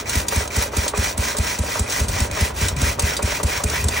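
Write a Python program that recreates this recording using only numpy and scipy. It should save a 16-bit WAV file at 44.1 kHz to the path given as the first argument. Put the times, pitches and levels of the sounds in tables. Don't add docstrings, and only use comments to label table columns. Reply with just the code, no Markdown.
import sys
import numpy as np
from scipy import signal
from scipy.fft import rfft, irfft
from scipy.io import wavfile

SR = 44100
rng = np.random.default_rng(int(sys.argv[2]) if len(sys.argv) > 2 else 0)


def persist_wave(psi):
    counts = np.round(np.clip(psi, -1, 1) * 32767).astype(np.int16)
    wavfile.write(sys.argv[1], SR, np.atleast_2d(counts).T)


N = 176400
TIME = np.arange(N) / SR
HZ = np.maximum(np.arange(N // 2 + 1) * SR / N, 1)

# frequency in Hz, relative level in dB.
RUMBLE_TONE = [(20, -39), (40, -12), (65, -2.5), (110, -8.5), (170, -17), (300, -27), (1000, -63),
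               (16000, -90)]
BELT_TONE = [(30, -20), (70, -18), (160, -4.5), (300, -1), (450, -1.5), (750, -2), (1200, -8.5),
             (2500, -13), (6000, -26.5), (16000, -31)]
KNOCK_TONE = [(200, -12.5), (450, 8), (750, 2), (1000, 5.5), (1400, 3), (2200, -6), (4000, -11),
              (16000, -60)]
TICK_TONE = [(300, 6), (2000, -7.5), (4000, -4), (6000, 0.5), (8200, 6), (10000, 1.5), (13000, 3.5),
             (16000, -7)]
GAS_TONE = [(300, -8.5), (1000, -6), (2400, -0.5), (3500, -2.5), (6000, -1), (9000, 3), (16000, -18)]
BEARING_TONE = [(120, -8), (300, -10.5), (430, -0.5), (600, 0.5), (800, -10), (1300, -11.5), (2500, -18.5),
                (16000, -55)]
RATTLE_TONE = [(800, -33), (1900, -8.5), (2280, -4.5), (2500, 4), (2800, -41), (6000, -19), (16000, -35)]
CLACK_TONE = [(200, -1.5), (1000, -7), (2500, 0), (4000, 7), (5500, 3.5), (8000, 9), (10000, 6), (13000, 3),
              (16000, 1)]
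RASP_TONE = [(200, -10), (450, -26), (800, 0.5), (1200, -0.5), (1700, 5.5), (2450, 4.5), (2800, 2.5),
             (3500, -0.5), (5000, -11.5), (16000, -52)]
HISS_TONE = [(1000, -1), (2500, -3.5), (3300, -1.5), (4300, 2.5), (5100, 0), (5500, 6.5), (6500, 3.5),
             (8500, -0.5), (10500, -0.5), (12500, -4), (15500, 1)]

# pitch in Hz, level in dB, seconds to fade by 60 dB.
PIPE_NOTES = [(76.4, -25, 0.18), (48.8, -25, 0.28), (137, -49, 0.21)]
CRANKCASE_NOTES = [(209, -24.5, 0.23), (249, -32, 0.24), (427.3, -33, 0.18), (579, -37, 0.31)]
ENGINE_IRON_NOTES = [(439.5, -6, 0.19), (578, -1, 0.11), (788, -4.5, 0.091), (934, -5.5, 0.17),
                     (1147, 2.5, 0.032), (1310, -4, 0.017)]
BOW_NOTES = [(4075, -5.5, 0.036), (5440, -2, .035), (6420, 1, 0.053), (8280, 1.5, .05), (7960, -18, 0.025)]
SQUEAK_NOTES = [(3760, 6.5, 0.063), (3900, -1, .06), (4720, 6, 0.073)]
# pitch in Hz, width in Hz, boost in dB.
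FRAME_NOTES = [(415, 24, 4), (584, 39, 4), (590, 13, 0.5), (964, 84, 6.5), (1160, 19, 4.5), (1283, 68, 5),
               (1424, 45, 2.5), (1570, 82, 3.5), (1978, 32, 7), (2432, 41, 5), (3160, 51, 2), (3640, 67, 3),
               (3870, 35, 3), (8250, 79, 1.5)]
# pitch drawn back and pitch run out in Hz, width in Hz, level in dB.
BLADE_NOTES = [(2556, 2100, 81, -38), (2990, 1200, 190, -35), (4670, 5750, 78, -36.5),
               (5830, 5400, 99, -41)]

# time in seconds, level in dB before the swings are widened.
RUMBLE_SWELLS = [(0, -39), (1.9, -41), (2.06, -30.5), (2.3, -34.5), (2.5, -39.5), (2.68, -32), (2.8, -29.5),
                 (2.95, -35.5), (3.15, -38.5), (3.65, -38), (3.85, -31), (4, -38.5)]
# time in seconds, thump level in dB, valve tick level in dB.
FIRINGS = [(0.1684, -0.5, -1), (0.3732, 0, -2), (0.5782, -0.5, -0.5), (0.7823, 0, 1), (0.989, 0, -1),
           (1.1912, -1, -2), (1.3979, 1, 0), (1.6022, -0.5, -2.5), (1.8076, -0.5, 1), (2.013, -1.5, -2),
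           (2.2166, 1, 0.5), (2.4223, 0.5, 1), (2.6261, -0.5, -3), (2.8302, 2, 0.5), (3.036, 0.5, -3.5),
           (3.2405, -1, -0.5), (3.447, 1.5, 1), (3.6518, -1, 3), (3.8555, -0.5, -1)]
# delay in seconds, level in dB.
WALL_ECHOES = [(0.041, -15.5), (0.099, -24.5)]
# start in seconds, level in dB.
ROD_KNOCKS = [(.102, -16), (.323, 1), (.734, -3.5), (.937, 0), (1.348, -4.5), (1.756, -1), (1.963, -8),
              (2.166, -5), (2.372, -2), (2.987, -1.5), (3.19, -0.5), (3.399, -2.5), (3.602, -4.5)]
# seconds after the firing, level in dB.
BEARING_KNOCKS = [(-.004, -32.5), (0.031, -28.5), (0.054, -35), (.08, -27.5), (.101, -44.5)]
# start in seconds, level in dB, fade time in seconds.
CLACKS = [(.0935, -17, 0.0066), (.267, -35, .003), (.283, -14, 0.0059), (.476, -23.5, 0.0038),
          (.751, -45, .004), (.879, -17.5, 0.012), (.957, -30, 0.007), (1.367, -21, 0.016),
          (1.898, -22.5, 0.007), (1.922, -19, 0.0051), (2.083, -22, 0.015), (2.312, -24.5, 0.0045),
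          (2.683, -14.5, 0.0065), (2.764, -26, 0.0064), (2.994, -14.5, 0.0094), (3.166, -21, 0.015),
          (3.43, -27, 0.0035), (3.698, -20.5, 0.0058), (3.884, -15.5, 0.0059), (3.966, -25, 0.0048)]
# start in seconds, rasp level in dB, hiss level in dB.
STROKES = [(-.19, 5, 7.5), (.04, -3, 1.5), (0.261, -3, 0.5), (.488, -3, 1.5), (.706, -3.5, -1),
           (0.931, -2, 2), (1.158, -2, 1.5), (1.383, -2, 1), (1.615, -4.5, -0.5), (1.845, -2.5, 2),
           (2.067, -3.5, 0.5), (2.295, -0.5, 0.5), (2.53, -2.5, 0), (2.75, -0.5, 1.5), (2.972, -0.5, 0),
           (3.204, -1.5, 0.5), (3.435, 0, 0.5), (3.646, -1, -0.5), (3.873, 0.5, -1), (4.1, 0, 0)]

# frequency in Hz, likeness from 0 to 1.
LIKENESS = [(150, 1), (280, 0.89), (500, 0.57), (720, 0.14), (950, 0.62), (1100, 0.32), (1800, 0.95),
            (2200, 0.75), (2900, 0.2), (4100, 0.97), (4600, 0.75), (5000, 0.036), (5450, 1), (6200, 1),
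            (7500, 0.76), (10000, 0.88), (11400, 1), (12000, .998), (13600, 0.99), (14200, 1),
            (15500, 0.18)]
# frequency in Hz, phase in radians.
LEFT_PHASE = [(20, 0), (6700, 0), (8500, -1.3), (10600, -2.8), (11400, -2.9), (12000, -3.14),
              (13700, -3.15), (15700, -4.5)]
# frequency in Hz, level gap in dB.
LEFT_BOOST = [(200, 1), (550, -4), (800, 0), (1000, 0), (3000, -0.5), (6000, -0.5)]


def from_db(db):
    return 10 ** (np.asarray(db) / 20)


def unit_level(x):
    return x / np.sqrt(np.mean(x ** 2) + 1e-20)


def per_hz(points):
    hz, value = np.transpose(points)
    return np.interp(np.log(HZ), np.log(hz), value)


def drift(rate_hz):
    return unit_level(irfft(rfft(rng.standard_normal(N)) / (1 + (HZ / rate_hz) ** 2), N))


def colour(x, tone):
    return unit_level(irfft(rfft(x) * from_db(per_hz(tone)), N))


def noise(tone):
    return colour(rng.standard_normal((2, N)), tone)


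def bursts(rows, rise_s, tone):
    power = np.zeros(N)
    for start, db, fade_s in rows:
        span = slice(max(int(start * SR), 0), int((start + rise_s + 10 * fade_s) * SR))
        age = TIME[span] - start
        rise = np.clip(age / rise_s, 0, 1)
        fade = np.exp(-np.maximum(age - rise_s, 0) / fade_s)
        power[span] += (from_db(db) * rise * fade) ** 2
    return np.sqrt(power) * noise(tone)


def ring(x, hz, ring_s):
    keep = np.exp(-np.log(1000) / (ring_s * SR))
    angle = 2 * np.pi * hz / SR
    return signal.lfilter([0, np.sin(angle)], [1, -2 * keep * np.cos(angle), keep * keep], x + 1e-18)


def ring_all(x, notes):
    return sum(from_db(db) * ring(x, hz, ring_s) for hz, db, ring_s in notes)


def struck(hits, notes):
    starts, hit_db = np.transpose(hits)[:2]
    out = np.zeros((2, N))
    for hz, note_db, ring_s in notes:
        strength = from_db(hit_db + note_db + rng.normal(0, 2.4, (len(starts), 2)).T)
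        clicks = np.zeros((2, N))
        clicks[:, (starts * SR).astype(int)] = strength * rng.choice([-1, 1], (len(starts), 2)).T
        out += ring(clicks, hz, ring_s)
    return out


def glide(hz, width_hz):
    phase = 2 * np.pi * np.cumsum(hz) / SR
    return (drift(width_hz) * np.cos(phase) + drift(width_hz) * np.sin(phase)) * np.array([[1], [0]])


def frame(x):
    out = x.copy()
    for hz, width, boost_db in FRAME_NOTES:
        keep = np.exp(-np.pi * width / SR)
        feedback = [1, -2 * keep * np.cos(2 * np.pi * hz / SR), keep * keep]
        band = (1 - keep * keep) / 2 * signal.lfilter([1, 0, -1], feedback, x)
        out += (from_db(boost_db) - 1) * band
    return out


def microphones(x):
    alike = np.clip(per_hz(LIKENESS), -1, 1)
    lean = np.exp(.5j * per_hz(LEFT_PHASE)) * from_db(per_hz(LEFT_BOOST) / 2)
    shared, apart = rfft(x) * np.sqrt([(1 + alike) / 2, (1 - alike) / 2])
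    return irfft(np.array([(shared + apart) * lean, (shared - apart) / lean]), N)


def workshop(x, ring_s=0.13, echo_db=-11):
    age = TIME[:SR // 2]
    tail = rng.standard_normal((2, len(age))) * from_db(-60 * age / ring_s)
    tail /= np.sqrt(np.sum(tail ** 2, axis=1, keepdims=True))
    return x + from_db(echo_db) * signal.fftconvolve(x, tail, axes=1)[:, :N]


def rumble(level_db=-34.5, widen=1.31):
    swell_db = np.interp(TIME, *np.transpose(RUMBLE_SWELLS))
    return from_db(level_db + widen * (swell_db - swell_db.mean())) * noise(RUMBLE_TONE)


def belt():
    return from_db(-37) * noise(BELT_TONE)


def exhaust(puff_s=0.0019, case_lead_s=0.01042):
    puffs, shocks = np.zeros((2, N))
    for start, db, _ in FIRINGS:
        puffs += from_db(db) * np.exp(-.5 * np.minimum(((TIME - start) / puff_s) ** 2, 100))
        shocks[int((start - case_lead_s) * SR)] = 1
    puffs /= puff_s * SR * np.sqrt(2 * np.pi)
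    silencer = signal.butter(2, [50.2, 104], "band", fs=SR, output="sos")
    thump = from_db(44) * signal.sosfilt(silencer, puffs)
    thump += ring_all(puffs, PIPE_NOTES) + ring_all(shocks, CRANKCASE_NOTES)
    echoes = sum(from_db(db) * np.interp(TIME - delay, TIME, thump, left=0) for delay, db in WALL_ECHOES)
    return thump + echoes


def valve_gear(lead_s=0.01705):
    bearing_hits = [(start + lag, db + rng.normal(0, 1.5), 0.0064)
                    for start, _, _ in FIRINGS for lag, db in BEARING_KNOCKS]
    knocks = bursts([(start, db - 27, 0.021) for start, db in ROD_KNOCKS], 0.0015, KNOCK_TONE)
    ticks = bursts([(start - lead_s, db - 17, 0.0042) for start, _, db in FIRINGS], 0.0053, TICK_TONE)
    gas = bursts([(start - lead_s, -31.5, 0.028) for start, _, _ in FIRINGS], 0.045, GAS_TONE)
    iron = from_db(-23) * struck(ROD_KNOCKS, ENGINE_IRON_NOTES)
    iron += from_db(-9.5) * struck(bearing_hits, ENGINE_IRON_NOTES)
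    bearings = bursts(bearing_hits, 0.0048, BEARING_TONE)
    return frame(knocks + ticks + gas + bearings) + iron


def bow(lag_s=0.0155):
    rattle = bursts([(start + lag_s, -31, 0.018) for start, _, _ in STROKES[1::2]], 0.002, RATTLE_TONE)
    clacks = frame(bursts(CLACKS, 0.0015, CLACK_TONE))
    return rattle + clacks + from_db(-11) * struck(CLACKS, BOW_NOTES)


def squeak(start_s=3.167):
    catch = np.zeros(N)
    catch[int(start_s * SR)] = from_db(-28)
    return ring_all(catch, SQUEAK_NOTES) * np.array([[1], [0]])


def teeth(speed):
    chips_per_s = 4000 * (speed + .15)
    caught = rng.random((2, N)) < chips_per_s / SR
    clicks = caught * rng.choice([-1, 1], (2, N))
    size_db = 1.5 * np.minimum(rng.exponential(1, (2, N)), 5)
    return clicks * from_db(size_db) / np.sqrt(speed + 0.61)


def blade(squeal_low_hz=11380, squeal_high_hz=12300):
    starts, rasp_db, hiss_db = np.transpose(STROKES)
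    progress = np.interp(TIME, starts, np.arange(len(starts)))
    stroke = progress.astype(int)
    speed = np.abs(np.sin(np.pi * progress))
    position = (1 - np.cos(np.pi * progress)) / 2
    chatter = from_db(drift(rate_hz=40))
    bite = from_db(rasp_db[stroke]) * speed ** 1.66
    rub = from_db(hiss_db[stroke]) * speed ** 1.05
    rasp = from_db(-30) * (0.057 + bite) * colour(teeth(speed), RASP_TONE)
    hiss = from_db(-27) * (0.026 + rub) * colour(teeth(speed), HISS_TONE)
    singing = bite * sum(from_db(db) * glide(back_hz * (out_hz / back_hz) ** position, width)
                         for back_hz, out_hz, width, db in BLADE_NOTES)
    squeal_level = from_db(-29.5 + 3 * drift(rate_hz=14)) * speed * (1 - .5 * position)
    squeal_hz = squeal_low_hz + (squeal_high_hz - squeal_low_hz) * position ** 2
    squeal = squeal_level * glide(squeal_hz, width_hz=200)
    return chatter * (rasp + hiss + singing + squeal)


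def scene():
    machine = frame(blade() + belt()) + valve_gear() + bow() + squeak()
    return microphones(workshop(machine) + rumble()) + exhaust()


def record(dry):
    bass_cut = 1 + (28 / HZ) ** 8
    treble_cut = 1 + (HZ / 15800) ** 300
    return irfft(rfft(dry) / np.sqrt(bass_cut * treble_cut), N)


dry = scene()
out = record(dry)
persist_wave(out)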